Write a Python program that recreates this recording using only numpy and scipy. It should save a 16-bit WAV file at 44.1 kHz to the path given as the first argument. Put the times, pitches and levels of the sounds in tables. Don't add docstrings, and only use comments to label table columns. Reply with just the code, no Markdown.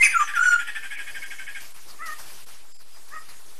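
import sys
import numpy as np
from scipy import signal
from scipy.io import wavfile
from scipy.ndimage import uniform_filter1d

SR = 44100
rng = np.random.default_rng(int(sys.argv[2]) if len(sys.argv) > 2 else 0)


def magnitude_from_level(level_db):
    exponent = np.asarray(level_db, float) / 20
    return 10 ** exponent


def transcribe(u):
    v = np.clip(np.atleast_2d(u).T, -1, 1)
    q = np.round(v * 32767).astype(np.int16)
    wavfile.write(sys.argv[1], SR, q)


N = 158319

# f/Hz, level/dB per Hz
AIR_COLOUR = [(25, 4), (120, -7.5), (300, -3.5), (1000, -2), (2500, -3), (3800, -4), (5000, -3.5),
              (12800, -4.5)]
# t/s, level/dB
AIR_LEVEL = [(0, -47), (0.601, -48.5), (.9, -48), (1.2, -44.5), (1.38, -47), (1.85, -47), (2.03, -49),
             (2.3, -43.5), (2.6, -50), (2.779, -55.5), (2.87, -53.5), (2.95, -50), (3.299, -49), (3.6, -49)]
# t/s, depth/dB
DROPOUTS = [(.136, -16), (.966, -14), (1.251, -14), (1.481, -15), (1.735, -8), (2.455, -12), (2.735, -22),
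            (2.781, -18)]
# t/s, f/Hz, level/dB, beak opening/dB
SQUEAL = [
    (0, 1045, -30, -6),
    (.018, 1042, -11.5, -8),
    (.025, 1060, -24, -8),
    (.028, 1275, -14, -8),
    (.037, 1265, -14, -6),
    (.048, 1190, -18, 0),
    (.063, 1140, -14, -3),
    (.069, 850, -25, -22),
    (.084, 720, -50, -30),
]
SQUEAL_PARTIALS = [-28.5, 0.5, -26.5]
WHISTLE_PARTIALS = [1, -26.5]
SOFT_PARTIALS = [-20, 2, 1, -17]
# f/Hz, level/dB
THROAT = [(4500, -9), (5300, -9), (6000, -7), (7100, 0), (8200, -8.5), (9450, 7.5), (10500, -6)]
# t/s, level/dB, hold/s, t60/s
RUSTLES = [(0.012, -33, 0.017, .2), (0.347, -45, 0.034, 0.26), (2.798, -51.5, 0.022, 0.11),
           (0.018, -36.5, 0.026, 0.79), (1.6, -39.5, 0.022, 0.39), (1.754, -45, 0.016, 0.14),
           (2.055, -35, .012, 0.29), (2.095, -41.5, 0.038, .1), (2.18, -37, 0.022, 0.2),
           (2.253, -44.5, 0.081, 0.7), (1.878, -44.5, 0.026, 0.3), (2.478, -43.5, 0.03, 0.33),
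           (3.079, -46, .015, 0.078), (3.28, -42, 0.03, 0.2)]
# f/Hz, level/dB per Hz
RUSTLE_COLOUR = [(100, -6.5), (400, -11.5), (1000, 0), (2500, -1), (3700, -5), (4700, 2), (8000, -7),
                 (12800, 0)]
# t/s, level/dB, f/Hz, lead-note level/dB
CHATTER = [(0.018, -29.5, 853, -21), (0.108, -31.5, 845, -48), (0.191, -29, 823, -55),
           (.268, -30, 856, -45), (0.345, -29, 853, -40), (0.429, -31, 843, -46),
           (0.507, -32.5, 852, -38.5), (0.585, -30.5, 851.5, -44), (0.664, -31, 845.5, -51),
           (.745, -31.5, 841, -45), (.826, -33, 825, -42), (.903, -33.5, 818.5, -35.5),
           (.983, -33.5, 816, -40), (1.066, -35.5, 813, -38.5), (1.143, -34.5, 822, -42.5),
           (1.218, -36, 826, -33.5), (1.303, -36, 803, -37.5), (1.384, -36.5, 806, -38),
           (1.465, -36, 822, -40), (1.546, -36, 809, -37)]
CHATTER_PARTIALS = [-25, -2.5, -13.5, -15.5, -49, -28, -28, -44, -31.5, -22.5]
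# f/Hz, width/Hz, level/dB
RASP = [(1768, 420, 4.5), (2430, 450, 0.5), (3003, 210, -4.5), (3310, 270, -6.5), (5040, 500, -13),
        (8130, 470, -9), (10600, 1500, -9.5)]
# t/s, length/s, start f/Hz, end f/Hz, level/dB
BREATH = [(.025, .05, 5250, 4750, -32), (.06, .09, 4700, 4900, -45), (.025, .05, 6500, 6000, -32),
          (.07, .06, 6200, 6200, -42), (.03, .05, 9800, 9300, -27), (.07, .09, 9500, 9500, -39),
          (.148, .1, 6700, 7400, -38), (.195, .09, 6250, 6000, -41), (.35, .04, 6200, 5500, -43),
          (.405, .14, 6150, 5650, -39), (.4, .17, 7350, 7100, -38), (.55, .09, 7050, 7000, -48),
          (.41, .13, 9000, 8600, -46), (.45, .12, 4400, 4300, -50), (.46, .09, 11800, 11400, -52)]
# t/s, f/Hz, level/dB
SLIDE = [
    (.128, 1657, -35.5),
    (.15, 1415, -22.5),
    (.156, 1350, -20),
    (.173, 1369, -14.5),
    (.179, 1388, -31),
    (.196, 1238, -22.5),
    (.202, 1191, -19),
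    (.226, 1189, -15.5),
    (.231, 1160, -39.5),
]
# t/s, f/Hz, level/dB
FLICK = [
    (.226, 1190, -36),
    (.231, 1120, -31),
    (.238, 930, -40),
    (.246, 700, -52),
]
# t/s, f/Hz, level/dB
LONG_WHISTLE = [(.338, 1664, -28), (.352, 1587, -32.5), (.364, 1428, -23.5), (.379, 1392, -18.5),
                (.388, 1328, -33), (.394, 1412, -12.5), (.404, 1421, -29), (.413, 1386, -15),
                (.422, 1445, -29.5),
                (.427, 1490, -16.5), (.445, 1448, -22.5), (.452, 1510, -37), (.457, 1462, -15.5),
                     (.468, 1472, -18.5), (.48, 1448, -16.5), (.49, 1455, -12.5), (.498, 1461, -41.5),
                     (.508, 1434, -18.5),
                (.547, 1418, -13.5), (.555, 1398, -25), (.562, 1410, -13), (.57, 1454, -30),
                    (.582, 1434, -23.5), (.604, 1405, -26), (.63, 1390, -57)]
# t/s, length/s, f/Hz, level/dB
SEEPS = [(.945, 0.053, 2250, -38), (1.092, 0.24, 5000, -57), (2.188, 0.073, 4600, -63),
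         (2.666, 0.15, 7550, -60), (2.68, 0.16, 5030, -59), (3.1, 0.13, 7500, -65),
         (2.717, 0.2, 10720, -66.5), (2.905, 0.108, 5010, -57), (3.111, 0.14, 5050, -59)]
# t/s, f/Hz, level/dB, beak opening/dB
SOFT_FIRST = [(1.99, 584, -52, -7), (2.008, 594.7, -43, -1), (2.026, 661, -39, -0.5), (2.055, 663, -41, -1),
              (2.074, 640.4, -42, 1), (2.092, 614.6, -39, -1), (2.136, 614.5, -40.5, -2),
              (2.146, 605, -49.5, -2), (2.17, 610, -59, -4)]
SOFT_SECOND = [(3.1, 524, -61.5, -3), (3.132, 598, -44, 4.5), (3.15, 644, -43.5, -3.5),
               (3.172, 622, -39.5, -3.5), (3.188, 625, -51, 2), (3.198, 593, -54.5, 1),
               (3.21, 621, -52, -18), (3.232, 653, -51.5, -9), (3.248, 630, -71, -5)]
# f/Hz, t60/s
ROOM = [(500, 0.14), (1200, .5), (1450, 0.34), (2000, .42), (3000, 0.45), (8000, 0.22)]


def evened(x):
    return x / np.sqrt(np.mean(x ** 2) + 1e-20)


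def read(points, hz):
    f, value = np.transpose(points)
    return np.interp(np.log(hz + 1), np.log(f + 1), value)


def add(mix, s, sound):
    part = mix[max(round(s * SR), 0):][:len(sound)]
    part += sound[:len(part)]


def fuzz(count, width_hz):
    r = np.exp(-np.pi * width_hz / SR)
    settle = 2000
    raw = rng.standard_normal((count + settle, 2)) @ [1, 1j]
    z = signal.lfilter([1], np.convolve([1, -r], [1, -r]), raw)[settle:]
    return z / np.sqrt(np.mean(abs(z) ** 2))


def noise(colour, patchy_db):
    frames, hz = N // 128 + 5, np.fft.rfftfreq(512, 1 / SR)
    a, b, patches = rng.standard_normal((frames, 257, 3)).T
    patches = uniform_filter1d(patches, size=14, axis=0)
    patches = evened(uniform_filter1d(patches, size=12, axis=1))
    z = (a + 1j * b) * magnitude_from_level(read(colour, hz)[:, None] + patchy_db * patches)
    return evened(signal.istft(z, nperseg=512, noverlap=384)[1][:N])


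def voice(hz, rough, partials_db, width_hz):
    turns, out = 2 * np.pi * np.cumsum(hz) / SR, 0
    for k, db in enumerate(partials_db, 1):
        share = np.clip(rough * k ** 1.5, 0, 1)
        blur = np.sqrt(1 - share) + np.sqrt(share) * fuzz(len(hz), width_hz * k ** .6)
        out = out + magnitude_from_level(db) * np.sqrt(2) * (blur * np.exp(1j * k * turns)).real
    return out


def note(curve, low_db, top_db, rough, width_hz, count=6):
    s, hz, db, *beak = np.transpose(curve)
    t = np.arange(s[0], s[-1], 1 / SR)
    age = t - s[0]

    def smooth(values, size):
        return uniform_filter1d(np.interp(t, s, values), size=size, mode="nearest")

    hz, level, slow = smooth(hz, size=120), smooth(db, size=120), smooth(db, size=600)
    open_db = smooth(beak[0], size=300) if beak else np.interp(age, [.01, .06], [-10, 0])
    partials = [level + d + open_db * (k > 1) for k, d in enumerate(low_db)]
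    for k in range(len(low_db) + 1, count + 1):
        partials.append(slow + open_db + top_db + read(THROAT, k * hz))
    return s[0], voice(hz, np.interp(age, [.02, .035], rough), partials, width_hz)


def bands(rows, rough, width_hz):
    out = np.zeros(N)
    for s, length, first_hz, last_hz, db in rows:
        u = np.arange(0, 1, 1 / (length * SR))
        tone = voice(first_hz + (last_hz - first_hz) * u, rough, [0], width_hz)
        add(out, s, magnitude_from_level(db) * np.sin(np.pi * u) ** .5 * tone)
    return out


def background(rustling):
    t = np.arange(N) / SR
    level = magnitude_from_level(np.interp(t, *np.transpose(AIR_LEVEL)))
    air = level * noise(AIR_COLOUR, patchy_db=2.0)
    dip_s = .008
    dip = magnitude_from_level(sum(db * np.exp(-((t - s) / dip_s) ** 4) for s, db in DROPOUTS))
    leftover = (1 - dip) * level * magnitude_from_level(-13) * noise(AIR_COLOUR, patchy_db=8)
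    return dip * (rustling + air) + leftover


def squeal():
    out = np.zeros(N)
    add(out, *note(SQUEAL, SQUEAL_PARTIALS, top_db=-16, rough=(.01, .06), width_hz=200, count=9))
    return out


def rustles():
    t, power = np.arange(N) / SR, np.zeros(N)
    rise_s = 0.0081
    for s, db, hold, t60 in RUSTLES:
        rise = np.clip((t - s) / rise_s, 0, 1)
        decay_db = -60 * np.maximum(t - s - hold, 0) / t60
        power += (rise * magnitude_from_level(db + decay_db)) ** 2
    return np.sqrt(power) * noise(RUSTLE_COLOUR, patchy_db=3.5)


def chatter_tone(s, hz):
    length_s, sag, settle_s = .043, .02, .8
    u = np.arange(0, 1, 1 / (length_s * SR))
    glide = hz * rng.uniform(0.95, 1.01) * (1 + sag * (.5 - u))
    rough = .5 if s < settle_s else .07
    return np.sin(np.pi * u ** 0.69) * voice(glide, rough, CHATTER_PARTIALS, width_hz=147)


def chatter_rasp():
    length_s, rise_s, fade_s = .11, .012, .028
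    t = np.arange(0, length_s, 1 / SR)
    rasp = sum(magnitude_from_level(d) * (fuzz(len(t), w) * np.exp(2j * np.pi * f * t)).real for f, w, d in RASP)
    return np.minimum(t / rise_s, 1) * np.exp(-(t / fade_s) ** 1.5 / 2) * rasp


def lead_note():
    hz, length_s = 2192, 0.02
    u = np.arange(0, 1, 1 / (length_s * SR))
    return np.sin(np.pi * u ** .75) * voice(hz + 0 * u, .05, [0], width_hz=60)


def chatter():
    out = np.zeros(N)
    tone_delay_s, rasp_db = .011, -5.5
    for s, db, hz, lead_db in CHATTER:
        add(out, s + tone_delay_s, magnitude_from_level(db) * chatter_tone(s, hz))
        add(out, s, magnitude_from_level(db + rasp_db) * chatter_rasp())
        add(out, s, magnitude_from_level(lead_db) * lead_note())
    return out


def breath():
    return bands(BREATH, rough=0.74, width_hz=410)


def sliding_whistles():
    out = np.zeros(N)
    long_whistle = LONG_WHISTLE
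    add(out, *note(SLIDE, WHISTLE_PARTIALS, top_db=-39.5, rough=(.03, .02), width_hz=48))
    add(out, *note(FLICK, [0], top_db=-60, rough=(.5, .5), width_hz=200, count=1))
    add(out, *note(long_whistle, WHISTLE_PARTIALS, top_db=-26, rough=(.06, .02), width_hz=60))
    return out


def seeps():
    sag = 0.026
    rows = [(s, length, hz, hz * (1 - sag), db) for s, length, hz, db in SEEPS]
    return bands(rows, rough=0.88, width_hz=480)


def soft_calls():
    out = np.zeros(N)
    add(out, *note(SOFT_FIRST, SOFT_PARTIALS, top_db=-31, rough=(.04, .07), width_hz=110))
    add(out, *note(SOFT_SECOND, SOFT_PARTIALS, top_db=-32, rough=(.04, .07), width_hz=170))
    return out


def aviary(x):
    taps = np.zeros(SR)
    at = np.arange(300, SR - 20, 20)
    taps[at + rng.integers(0, 20, len(at))] = rng.choice([-1., 1.], len(at))
    hz, t, z = signal.stft(taps, SR, nperseg=256)
    decay = magnitude_from_level(-60 * t / read(ROOM, hz)[:, None])
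    tail = signal.istft(z * decay, SR, nperseg=256)[1]
    return signal.fftconvolve(x, tail / np.linalg.norm(tail))[:N]


def scene():
    harsh = squeal()
    near = breath() + sliding_whistles() + soft_calls()
    far = chatter() + seeps()
    wet = aviary(magnitude_from_level(-8) * harsh + magnitude_from_level(-16) * near + magnitude_from_level(-11) * far)
    return (harsh + near + far + wet + background(rustles()))[None]


def top_cut(x):
    return signal.sosfilt(signal.butter(12, 13420, fs=SR, output="sos"), x)


def record(dry):
    edge_hz, offset = 12760, -.0269
    edge = signal.firwin(401, edge_hz, window=("kaiser", 7), fs=SR)[None]
    mix = signal.oaconvolve(dry, edge, "same") + offset
    return top_cut(mix)


dry = scene()
out = record(dry)
transcribe(out)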